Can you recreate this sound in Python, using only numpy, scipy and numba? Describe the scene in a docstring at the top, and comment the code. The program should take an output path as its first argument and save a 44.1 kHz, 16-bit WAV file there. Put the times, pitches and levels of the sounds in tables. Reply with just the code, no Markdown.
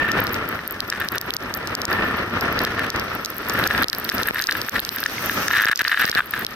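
"""The roar of a gale on a harbour pier comes first: shaped noise, buffeting a wet handheld microphone.
An edge tone whistles at its port, and water lodged there sputters as damped rings and a spitting rasp.
Rain and spray ring the case and the mesh in short knocks and ticks; heavier splashes slap the port.
Behind them a wave bursts on the rocks as banded hiss, and fine mist drifts over as haze and patter.
A limiter ducks the whole mix for a moment around its hardest peaks."""
import sys
import numpy as np
from scipy import signal
from scipy.fft import rfft, irfft
from scipy.io import wavfile
from scipy.ndimage import uniform_filter1d, minimum_filter1d
from numba import njit

SR = 44100
rng = np.random.default_rng(int(sys.argv[2]) if len(sys.argv) > 2 else 0)


def inscribe(sig):
    """Save sig as 16-bit PCM at rate SR to the path in sys.argv[1].

    A 1-D sig is mono; a 2-D sig holds one channel per row.
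    Samples are clipped to [-1, 1] before scaling.
    """
    pcm = np.round(np.clip(np.atleast_2d(sig).T, -1, 1) * 32767)
    wavfile.write(sys.argv[1], SR, pcm.astype(np.int16))


N = 288855

# Levels in the tables are taken before each source's own trim.
# changing level of the gale under the gusts: t/s, level/dB
GALE = [(0, -31.5), (.42, -32), (.65, -37), (1.3, -36), (1.5, -34), (1.85, -31), (2.3, -30.5), (2.85, -31),
        (3.3, -37.5), (3.6, -29), (3.9, -38), (4.1, -34.5), (4.45, -38.5), (4.9, -39), (5.3, -33.5),
        (5.55, -32.5), (5.75, -47), (6.55, -38.5)]
# gusts striking the microphone: start t/s, length/s, level/dB
GUSTS = [(0.0, 0.36, -32), (.18, 0.045, -26), (.515, 0.037, -33), (1.135, 0.065, -33.5),
         (1.28, 0.032, -34.5), (1.72, 0.027, -34.5), (1.905, .2, -28), (2.175, 0.045, -31),
         (2.345, 0.038, -28), (2.435, 0.079, -26.5), (2.56, 0.079, -27.5), (2.77, 0.12, -32),
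         (2.95, 0.21, -35.5), (3.49, 0.21, -29), (3.755, 0.093, -26.5), (4.15, 0.086, -30.5),
         (4.555, 0.044, -36.5), (4.745, 0.034, -33), (4.965, 0.018, -36), (5.225, 0.043, -32),
         (5.37, 0.066, -31), (6.0, 0.053, -35), (6.175, 0.02, -34), (6.34, 0.11, -41)]
# gusts that cut across the rim of the port, whistling and rasping: start t/s, length/s, level/dB
CROSSWINDS = [(0.0, .03, -24.5), (.05, 0.12, -30.5), (1.91, 0.21, -33), (2.78, 0.054, -38)]
# spectrum of the roar: f/Hz, density level/dB per Hz
WIND_COLOUR = [(15, -43), (25, -12), (107, 0.5), (145, -4.5), (206, 0), (332, -1), (370, -1.5), (791, -7.5),
               (1070, -4.5), (1360, 2), (1520, -5.5), (1770, -4), (2290, -16.5), (2670, -25), (3040, -22.5),
               (4500, -26), (5850, -32.5), (9900, -120)]
# turbulence that differs between the two ports: f/Hz, side minus mid level/dB
WIND_SIDE = [(60, -82), (200, -42.5), (380, -16), (650, 0.5), (950, -9.5), (1290, -17), (1800, -3),
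             (2400, 12.5), (4400, 0)]
# the wind's lean: f/Hz, left minus right level/dB
WIND_LEAN = [(400, 0), (800, .7), (1300, 2.4), (1900, 2.6), (2800, -3)]
# resonances of the wet port: f/Hz, width/Hz, level/dB, phase between the ports/rad
PORT = [(1670, 214, -1, 0.48), (1386, 125, -14.5, 0.5), (980, 200, -38.5, -0.5), (2804, 720, -11.5, 5.5),
        (3623, 240, -15, 4.5)]
# the long gust blows the port nearly dry until the wave's spray refills it: t/s, wetness/0-1
WETNESS = [(0, .6), (1.3, .9), (1.9, .5), (2.2, .15), (3.3, .15), (3.55, 1), (6.55, 1)]
# bursts of air through the water in the port: start t/s, length/s, level/dB
BURSTS = [(.18, 0.029, -23.5), (.92, 0.044, -28), (.95, .015, -31), (.995, 0.055, -26.5),
          (1.14, 0.023, -27), (2.44, 0.057, -29), (2.605, 0.071, -25.5), (2.69, 0.055, -31.5),
          (2.77, 0.093, -30), (3.57, 0.22, -27.5), (3.74, .07, -35), (3.815, .015, -16.5),
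          (4.19, 0.066, -28), (4.355, 0.086, -26), (4.488, 0.024, -25.5), (4.758, 0.023, -20.5),
          (4.965, 0.018, -26.5), (5.505, 0.02, -27), (5.538, 0.13, -12.5), (5.665, 0.056, -6.5),
          (5.799, 0.024, -15.5), (5.852, 0.055, -24), (5.915, .033, -19), (5.972, .12, -21.5),
          (6.0, 0.047, -14.5), (6.125, 0.036, -19.5), (6.177, 0.031, -14), (6.338, 0.08, -26)]
# single loud pops of that water: t/s, peak level/dB, main ring f/Hz
POPS = [(0.08, -12, 1530), (0.088, -10, 1690), (.19, -10, 1660), (0.2147, -10, 1740), (.591, -16, 1830),
        (0.9245, -8.5, 1700), (1.014, -9.5, 1650), (1.9158, -9, 1690), (3.5335, -17, 1640),
        (3.638, -7, 1670), (3.6644, -12, 1750), (3.7088, -5, 1720), (3.749, -2.5, 1670),
        (3.7807, -12, 1620), (3.8177, -9, 1540), (3.9318, -10.5, 1730), (4.0917, -13, 1850),
        (4.118, -12.5, 1640), (4.214, -14, 1590), (4.278, -14, 1730), (4.285, -3, 1690),
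        (4.3455, -16, 1700), (4.3593, -9, 1730), (4.4, -9, 1670), (4.4892, -1, 1630), (4.4936, 3, 1770),
        (4.52, -9.5, 1660), (4.5523, -10, 1660), (4.6861, -10.5, 1620), (4.7604, -9.5, 1910),
        (5.03, -11.5, 1610), (5.0601, 7, 1750), (5.1818, -13.5, 2100), (5.296, 2, 1700),
        (5.4824, 5.5, 1700), (5.505, -7.5, 1360), (5.511, 1, 1730), (5.536, 2.5, 1700), (5.541, 0, 1770),
        (5.5526, -1, 1730), (5.5898, 5.5, 1770), (5.5986, 2.5, 1780), (5.6372, 11.5, 1690),
        (5.6482, 8, 1720), (5.6743, 9.5, 1630), (5.697, 6, 1660), (5.721, -0.5, 1760), (5.73, 10, 1660),
        (5.8076, -4, 1650), (5.8503, -2, 1780), (5.8777, -6, 1600), (5.917, -5, 1680), (5.9284, -1, 1670),
        (5.9442, 3, 1660), (5.974, 6, 1700), (6.0257, 4.5, 1700), (6.0893, -17, 1700), (6.1277, -5, 1650),
        (6.1633, -8, 1690), (6.1765, 0, 1670), (6.1874, -6, 1470), (6.193, -1, 1300), (6.2049, 7.5, 1540),
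        (6.337, -8, 1640)]
# hard drops tapping the case: t/s, peak level/dB, main ring f/Hz, side/+1 left, -1 right
DROPS = [(.1175, -0.5, 5200, 1), (.2692, -10.5, 4350, -1), (.3435, -12.5, 5030, 1), (.8048, 5, 4170, -1),
         (.9008, 3.5, 5230, 1), (1.087, 4, 4400, -1), (1.1823, 11.5, 4550, -1), (1.2132, -10, 5100, 1),
         (1.3062, 9, 3500, -1), (1.3382, -6.5, 5240, 1), (1.3664, 10, 5400, 1), (1.54, 2.5, 5020, 1),
         (1.6734, -11.5, 4960, 1), (1.7515, 9.5, 5230, 1), (1.8175, 1, 4830, 1), (1.8531, 7.5, 5570, 1),
         (1.9295, -14, 4530, 1), (2.4101, -9, 4930, 1), (2.5908, -1, 4650, 1), (2.6501, 4.5, 4070, -1),
         (2.9023, 4, 4770, 1), (2.9616, -14, 4730, 1), (2.9973, -13.5, 5100, 1), (3.2485, 0, 4940, 1),
         (3.2589, 1.5, 5040, 1), (3.4972, -6.5, 5430, 1), (3.64, -1.5, 3930, -1), (3.6753, 8, 5100, 1),
         (3.7786, -8, 3640, 1), (3.8334, 5, 3980, -1), (3.8429, 10, 3660, 1), (3.8839, 5, 4970, -1),
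         (3.899, 5, 5000, 1), (3.9302, -5, 4440, -1), (3.949, -15, 4900, 1), (4.0497, -12.5, 4100, -1),
         (4.0915, -4.5, 3780, 1), (4.0983, 1, 5100, 1), (4.1821, -11.5, 4970, -1), (4.2327, 5.5, 4280, -1),
         (4.3933, -11, 4170, -1), (4.4223, 4, 5030, 1), (4.4402, 3, 4800, 1), (4.4704, 7, 5320, 1),
         (4.5115, -3, 4230, -1), (4.5246, -6, 4450, -1), (4.6161, -8, 4700, 1), (4.6944, 2, 5670, 1),
         (4.7943, -1, 3700, -1), (4.8498, -3, 4800, 1), (4.8913, 6.5, 4340, -1), (4.985, -13, 3910, -1),
         (5.039, -2, 3960, -1), (5.0639, 0, 5160, 1), (5.4819, 7, 5600, 1), (5.6554, 2.5, 5370, 1),
         (5.7589, -5, 5240, -1), (5.7754, -9, 5000, -1), (5.7925, -8.5, 4940, -1), (5.8181, -2.5, 4660, 1),
         (5.843, -13, 5200, 1), (5.881, -2, 4400, 1), (6.0539, 2, 4860, -1), (6.096, -2, 4940, 1),
         (6.1153, 9, 4330, -1), (6.1505, -6, 3850, 1), (6.4483, 10.5, 4340, 1), (6.4662, 2, 4050, -1)]
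# ticks on the mesh, from droplets and from the mesh ring of soft drops: t/s, peak level/dB
TICKS = [(0.2032, 3.5), (0.2401, -9), (.3273, -16), (.3338, -11), (0.4894, -12), (0.6773, 0.5),
         (.7094, -12), (0.7237, -13), (1.0013, -13), (1.1208, -11), (1.156, -12), (1.2132, -9),
         (1.347, -15), (1.5493, -7), (1.574, -14), (1.91, -18), (1.9295, -24), (2.4101, -17), (2.4276, -24),
         (2.5265, -16), (2.6176, -18), (2.6357, -16), (2.6468, -19), (2.9973, -22), (3.1517, -15),
         (3.302, -13), (3.3667, -18), (3.3821, -12.5), (3.4869, -12), (3.5385, -13), (3.5918, -13),
         (3.6726, 1), (3.824, -10), (3.949, -20), (3.9843, -8), (3.9994, -12), (4.0451, -10), (4.1497, -10),
         (4.2222, -17), (4.273, -6), (4.2876, -9), (4.3456, -12), (4.4144, -12), (4.6944, 5), (4.8014, 5),
         (4.9614, 4.5), (5.004, -10), (5.26, -3), (5.6213, -2), (5.6469, 2.5), (5.8181, -1), (5.993, -12),
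         (6.0144, -8), (6.064, -9), (6.3096, -10), (6.394, -13)]
# spray landing squarely on a port: t/s, peak level/dB
SPLASHES = [(3.844, 8), (4.309, 2.5), (5.656, -0.5), (5.697, 4.5), (5.8183, -2), (6.0451, -8.5),
            (6.098, -11), (6.1565, -4), (6.4485, 1)]
# airborne spray and surf: t/s, surf hiss level/dB, fine mist level/dB
SPRAY = [(0, -53, -55), (.8, -48, -54.5), (1.55, -49.5, -53.5), (2.05, -49.5, -52.5), (2.7, -41.5, -55.5),
         (3.35, -43.5, -50), (3.75, -37, -44), (3.89, -50, -52), (4.0, -41, -47.5), (4.3, -37.5, -44),
         (4.85, -38.5, -45.5), (5.35, -33.5, -38.5), (5.62, -31.5, -40.5), (5.75, -41.5, -56.5),
         (6.05, -30.5, -42.5), (6.27, -46, -54), (6.4, -37.5, -46), (6.55, -43.5, -53.5)]
# upper edge of the hiss, sliding as the microphone turns: t/s, f/Hz
SURF_EDGE = [(0, 6100), (1.8, 6200), (4.9, 5350), (5.3, 7260), (5.6, 6860), (5.9, 5070), (6.55, 4700)]
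# spectrum of the surf: f/Hz, density level/dB per Hz
SURF_COLOUR = [(1500, 11), (2800, 8), (4200, 3.5), (5900, 6.5), (7000, -1), (10000, -17), (15000, -17)]
# spectrum of the mist: f/Hz, density level/dB per Hz
MIST_COLOUR = [(6500, -23), (8500, -0.5), (10300, -5.5), (12000, 1.5), (14300, -3), (15000, -4),
               (16000, -3.5)]

GUST_ATTACK_S, GUST_RELEASE_S = 0.024, 0.04
CROSSWIND_ATTACK_S, CROSSWIND_RELEASE_S = 0.02, 0.12
BURST_ATTACK_S, BURST_RELEASE_S = 0.0099, 0.018
RASP_DB, CROSSWIND_RASP_DB = -16, -7  # against the untrimmed gust level; against the crosswind level
SIMMER_DB = -2.5  # crackle of the wet port between bursts, against the untrimmed gust level
GUST_CARRY = 0.27  # dB more spray for each dB that a gust rises above the gale
DROP_PHASE_RAD = 1.81  # lead of the port nearer to the drop
TOP_HZ = 15950  # final low-pass edge
TIME = np.arange(N) / SR
FREQ = np.maximum(np.fft.rfftfreq(N, 1 / SR), 1)
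LEFT_RIGHT = np.array([[1], [-1]])


def undb(db):
    """Decibels to gain."""
    return 10 ** (np.asarray(db) / 20)


def unit(x):
    """Scale to rms 1."""
    return x / np.sqrt(np.mean(x ** 2))


def curve(table, axis=1):
    """One column of a time table at every sample."""
    rows = np.array(table)
    return np.interp(TIME, rows[:, 0], rows[:, axis])


def swells(rows, attack_s, release_s):
    """Gain of overlapping (start, length, dB) events, each with an attack, a hold and a release."""
    power = 0
    for s, length, db in rows:
        corners = [s - attack_s, s, s + length, s + length + release_s]
        envelope = np.interp(TIME, corners, [0, undb(db), undb(db), 0])
        power = power + envelope ** 2
    return np.sqrt(power)


def response(points):
    """Gain at every frequency from (Hz, dB) points."""
    hz, db = np.transpose(points)
    return undb(np.interp(np.log(FREQ), np.log(np.maximum(hz, 1)), db))


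def noise(gain):
    """Noise with the given gain at each frequency."""
    return irfft(rfft(rng.standard_normal(N)) * gain, N)


def walk(rate):
    """Smooth random drift of rms 1 that changes about rate times a second."""
    return unit(noise(1 / (1 + (FREQ / rate) ** 4)))


def stereo_noise(colour, side):
    """Coloured noise with a share that is opposite in the two channels."""
    return unit(noise(colour) + LEFT_RIGHT * noise(colour * side))


def ring(hz, width_hz, phase, rise_s=.0001, order=1):
    """A short damped resonance, softer in onset with higher order; the left port leads the right by phase."""
    t = TIME[:1024]
    decay = np.exp(-np.pi * width_hz * t) * (1 - np.exp(-t / rise_s)) ** order
    return decay / decay.max() * np.sin(2 * np.pi * hz * t + LEFT_RIGHT * phase / 2)


def add(out, s, sound):
    """Mix a short sound in at time s."""
    i = int(np.clip(s * SR, 0, N - 1))
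    out[:, i:i + sound.shape[1]] += sound[:, :N - i]


def shower(per_s, spread_db, sound):
    """Random impacts of uneven size and either polarity, each ringing with the same sound."""
    hits = (rng.random(N) < per_s / SR) * rng.choice([-1, 1], N)
    sizes = undb(spread_db * np.clip(rng.standard_normal(N), -2, 2))
    return signal.oaconvolve((hits * sizes)[None], sound, axes=1)[:, :N]


def wind(gust_db, crosswind, level_db=4, eddy_db=1.75, flutter_db=1.4):
    """Eddies buffet the ports with a roar; the finest add a rasp above it, most of all in a crosswind."""
    roar = stereo_noise(response(WIND_COLOUR), response(WIND_SIDE))
    roar = irfft(rfft(roar) * response(WIND_LEAN) ** (LEFT_RIGHT / 2), N)
    buffet_db = eddy_db * walk(37.0) + flutter_db * walk(170)
    fine_colour = response([(900, -40), (2000, 3), (2700, 13.5), (4000, -10), (7000, -17.5), (12000, -47)])
    fine = stereo_noise(fine_colour, 1.0)
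    rasp = np.hypot(undb(gust_db + RASP_DB), crosswind * undb(CROSSWIND_RASP_DB))
    return (roar * undb(gust_db + level_db) + fine * rasp) * undb(buffet_db)


def whistle(gust_db, crosswind, hz=1792, width_hz=30, side=0.46, faint_db=-14):
    """A narrow, unsteady edge tone at the port, faint until the wind cuts across the rim."""
    tone = stereo_noise(1 / (1 + ((FREQ - hz) / width_hz) ** 2), side)
    return tone * (crosswind + undb(gust_db + faint_db))


def port_ring(stretch):
    """The wet port's modes, all shifted by the amount of water in it."""
    return sum(undb(db) * ring(hz * stretch, width, phase, rise_s=0.00059) for hz, width, db, phase in PORT)


def sputter(gust_db, level_db=-2, pop_db=-1, spit_db=-12):
    """Air breaks through the water in the port: a dense crackle, single loud pops and a spitting rasp."""
    crackle = sum(shower(150, 4.9, port_ring(stretch)) for stretch in (.93, 1, 1.06))
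    # dry wind alone does not make the port crackle
    simmer = np.sqrt(curve(WETNESS)) * undb(gust_db + SIMMER_DB)
    airflow = np.hypot(simmer, swells(BURSTS, BURST_ATTACK_S, BURST_RELEASE_S))
    out = unit(crackle * undb(1.14 * walk(58))) * airflow * undb(level_db)
    # the crackle tears the film into hissing droplets, so the spit follows its envelope
    envelope = np.sqrt(uniform_filter1d(np.mean(out ** 2, axis=0), size=90) + 1e-12)
    spit_colour = response([(700, -33), (2000, 11.0), (3000, 6), (3800, 4), (5200, 1.5), (7000, -7), (16000, -4.5)])
    spit = stereo_noise(spit_colour, 0.61)
    tearing_db = 4 * walk(250)
    out = out + spit * envelope * undb(spit_db + tearing_db)
    for s, db, hz in POPS:
        add(out, s, undb(db + pop_db) * port_ring(hz / PORT[0][0]))
    # the wet port lies a little to the left
    return out * undb(LEFT_RIGHT * .7)


def case_ring(hz, phase, chance, second_db=-10, tail_db=-20, overtone_db=-18):
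    """A drop's knock on the case: main mode, a neighbour of random pitch, a faint tail and an overtone."""
    main = ring(hz, 2050, phase, rise_s=0.00038, order=2)
    second = ring(hz * (1.12 + .14 * chance[0]), 1000, phase, rise_s=0.00076, order=2)
    tail = ring(4000 * (1 + 0.045 * chance[1]), 400, phase, rise_s=0.00069, order=2)
    overtone = ring(9870, 1800, phase / 2, rise_s=.0001, order=2)
    knock = main + undb(second_db) * second
    return knock + undb(tail_db + 1.6 * chance[2]) * tail + undb(overtone_db) * overtone


def mesh_ring(stretch, case_db=-19, lower_db=-3):
    """The bright, very short ring of the mesh, with a little of the case."""
    mesh = ring(13800 * stretch, 1700, .5, rise_s=.0002, order=2)
    lower = ring(12200 * stretch, 1400, -.6, rise_s=.00025, order=2)
    case = ring(4600 * stretch, 1400, 1.0, rise_s=0.00068, order=2)
    # the lower mode swings against the upper one, which fills the band between them
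    return mesh - undb(lower_db) * lower + undb(case_db) * case


def rain(drop_db=0, tick_db=-3.0, mesh_db=-15, mesh_growth=0.83, crack_db=-12):
    """Single knocks on the case and ticks on the mesh; a harder drop adds more knock than mesh ring."""
    out = np.zeros((2, N))
    for (s, db, hz, side), chance in zip(DROPS, rng.standard_normal((len(DROPS), 4))):
        mesh = mesh_ring(1.025 + .02 * chance[3])
        knock = case_ring(hz, np.sign(side) * DROP_PHASE_RAD, chance)
        add(out, s, undb(db + drop_db) * knock + undb(mesh_db + mesh_growth * db) * mesh)
    for (s, db), chance in zip(TICKS, rng.standard_normal((len(TICKS), 3))):
        mesh = mesh_ring(1.025 + .02 * chance[0])
        crack = undb(crack_db + 4 * chance[1]) * ring(9500, 4500, .6, rise_s=.00004)
        lean_db = 2.5 * chance[2] * LEFT_RIGHT
        add(out, s, undb(db + tick_db + lean_db) * (mesh + crack))
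    return out


def splashes(level_db=0, skew_db=-1, thump_db=-3):
    """Water slaps a port: the left side is pushed and the right one pulled, and the case thumps low."""
    slap = LEFT_RIGHT * (ring(620, 910, 0) * 0.4 + ring(1700, 1100, 0) * 2.66) * undb(skew_db)
    thump = ring(390, 510, 0, rise_s=0.00034) * undb(thump_db)
    # the port leaks, so no pressure stays
    leak = signal.butter(2, 90, "high", fs=SR, output="sos")
    sound = signal.sosfilt(leak, slap + thump)
    out = np.zeros((2, N))
    for s, db in SPLASHES:
        add(out, s, undb(db + level_db) * sound)
    return out


def surf(carried_db, level_db=2, above_edge_db=-11, steepness=14):
    """Broken water hisses on the rocks in bands that churn separately, weaker above a moving edge."""
    edge, colour, out = curve(SURF_EDGE), response(SURF_COLOUR), 0
    borders = np.geomspace(1200, 16000, 19)
    for low, high in zip(borders[:-1], borders[1:]):
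        band = colour * (FREQ >= low) * (FREQ < high)
        passed = 1 / (1 + (np.sqrt(low * high) / edge) ** (2 * steepness))
        gain = np.sqrt(passed + undb(above_edge_db) ** 2)
        churn = undb(.9 * walk(15))
        out = out + gain * churn * np.array([noise(band), noise(band)])
    surge_db = .9 * walk(30)
    return unit(out) * undb(curve(SPRAY) + carried_db + level_db + surge_db)


def spray(carried_db, mist_db=0, patter_db=-45.5, patter_growth=0.23, dry_db=-4, case_db=-48):
    """The surf's mist blows over as a smooth haze and a patter of droplets, fainter on a dry mesh."""
    mist = curve(SPRAY, axis=2) + carried_db
    haze_colour = response(MIST_COLOUR) * np.minimum(FREQ / 6500, 1)
    haze = stereo_noise(haze_colour, 0.46) * undb(mist + mist_db + 2 * walk(87))
    thickness_db = mist - np.mean(mist)
    per_s = 50 * undb(thickness_db) ** .9  # droplets in each shower
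    flurry = undb(3 * walk(18))
    patter = unit(flurry * sum(shower(per_s, 5.5, mesh_ring(stretch)) for stretch in (1, 1.02, 1.04)))
    patter_gain = undb(patter_db + patter_growth * thickness_db + dry_db * (1 - curve(WETNESS)))
    # fine taps on the case, one shower to each side
    taps = unit(sum(shower(per_s, 6, ring(hz, 1600, phase, rise_s=.0003, order=2))
                    for hz, phase in [(4200, 1.8), (5400, -1.8)]))
    return haze + patter * patter_gain + taps * undb(case_db)


def scene():
    """Gusts ride on the gale; they drive the roar, the whistle and the wet port, and carry more spray."""
    gale_db = curve(GALE)
    gust_gain = np.hypot(undb(gale_db), swells(GUSTS, GUST_ATTACK_S, GUST_RELEASE_S))
    gust_db = 20 * np.log10(gust_gain)
    crosswind = swells(CROSSWINDS, CROSSWIND_ATTACK_S, CROSSWIND_RELEASE_S)
    carried_db = GUST_CARRY * (gust_db - gale_db)
    air = wind(gust_db, crosswind) + whistle(gust_db, crosswind)
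    return air + sputter(gust_db) + rain() + splashes() + surf(carried_db) + spray(carried_db)


@njit
def hold(x, keep):
    """Follow peaks at once and let go slowly."""
    y, e = np.empty(len(x)), 0.
    for i in range(len(x)):
        e = max(x[i], e * keep)
        y[i] = e
    return y


def record(dry, ceiling=0.59, release_s=0.017, slow_share=.3, slow_release_s=0.071, top_db=-8):
    """A look-ahead limiter ducks all around the hardest peaks, longer after a big overload; the top is cut."""
    size = np.abs(dry).max(axis=0)
    fast = hold(size, np.exp(-1 / (SR * release_s)))
    slow = hold(size, np.exp(-1 / (SR * slow_release_s)))
    peak = np.maximum(fast, slow_share * slow)
    gain = ceiling / np.maximum(peak, ceiling)
    # centred windows start each duck ahead of its peak and round it off
    gain = uniform_filter1d(minimum_filter1d(gain, size=121), size=101)
    out = irfft(rfft(dry * gain) * response([(14300, 0.053), (16000, top_db)]), N)
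    return signal.sosfilt(signal.ellip(8, .2, 70, TOP_HZ, fs=SR, output="sos"), out)


dry = scene()
out = record(dry)
inscribe(out)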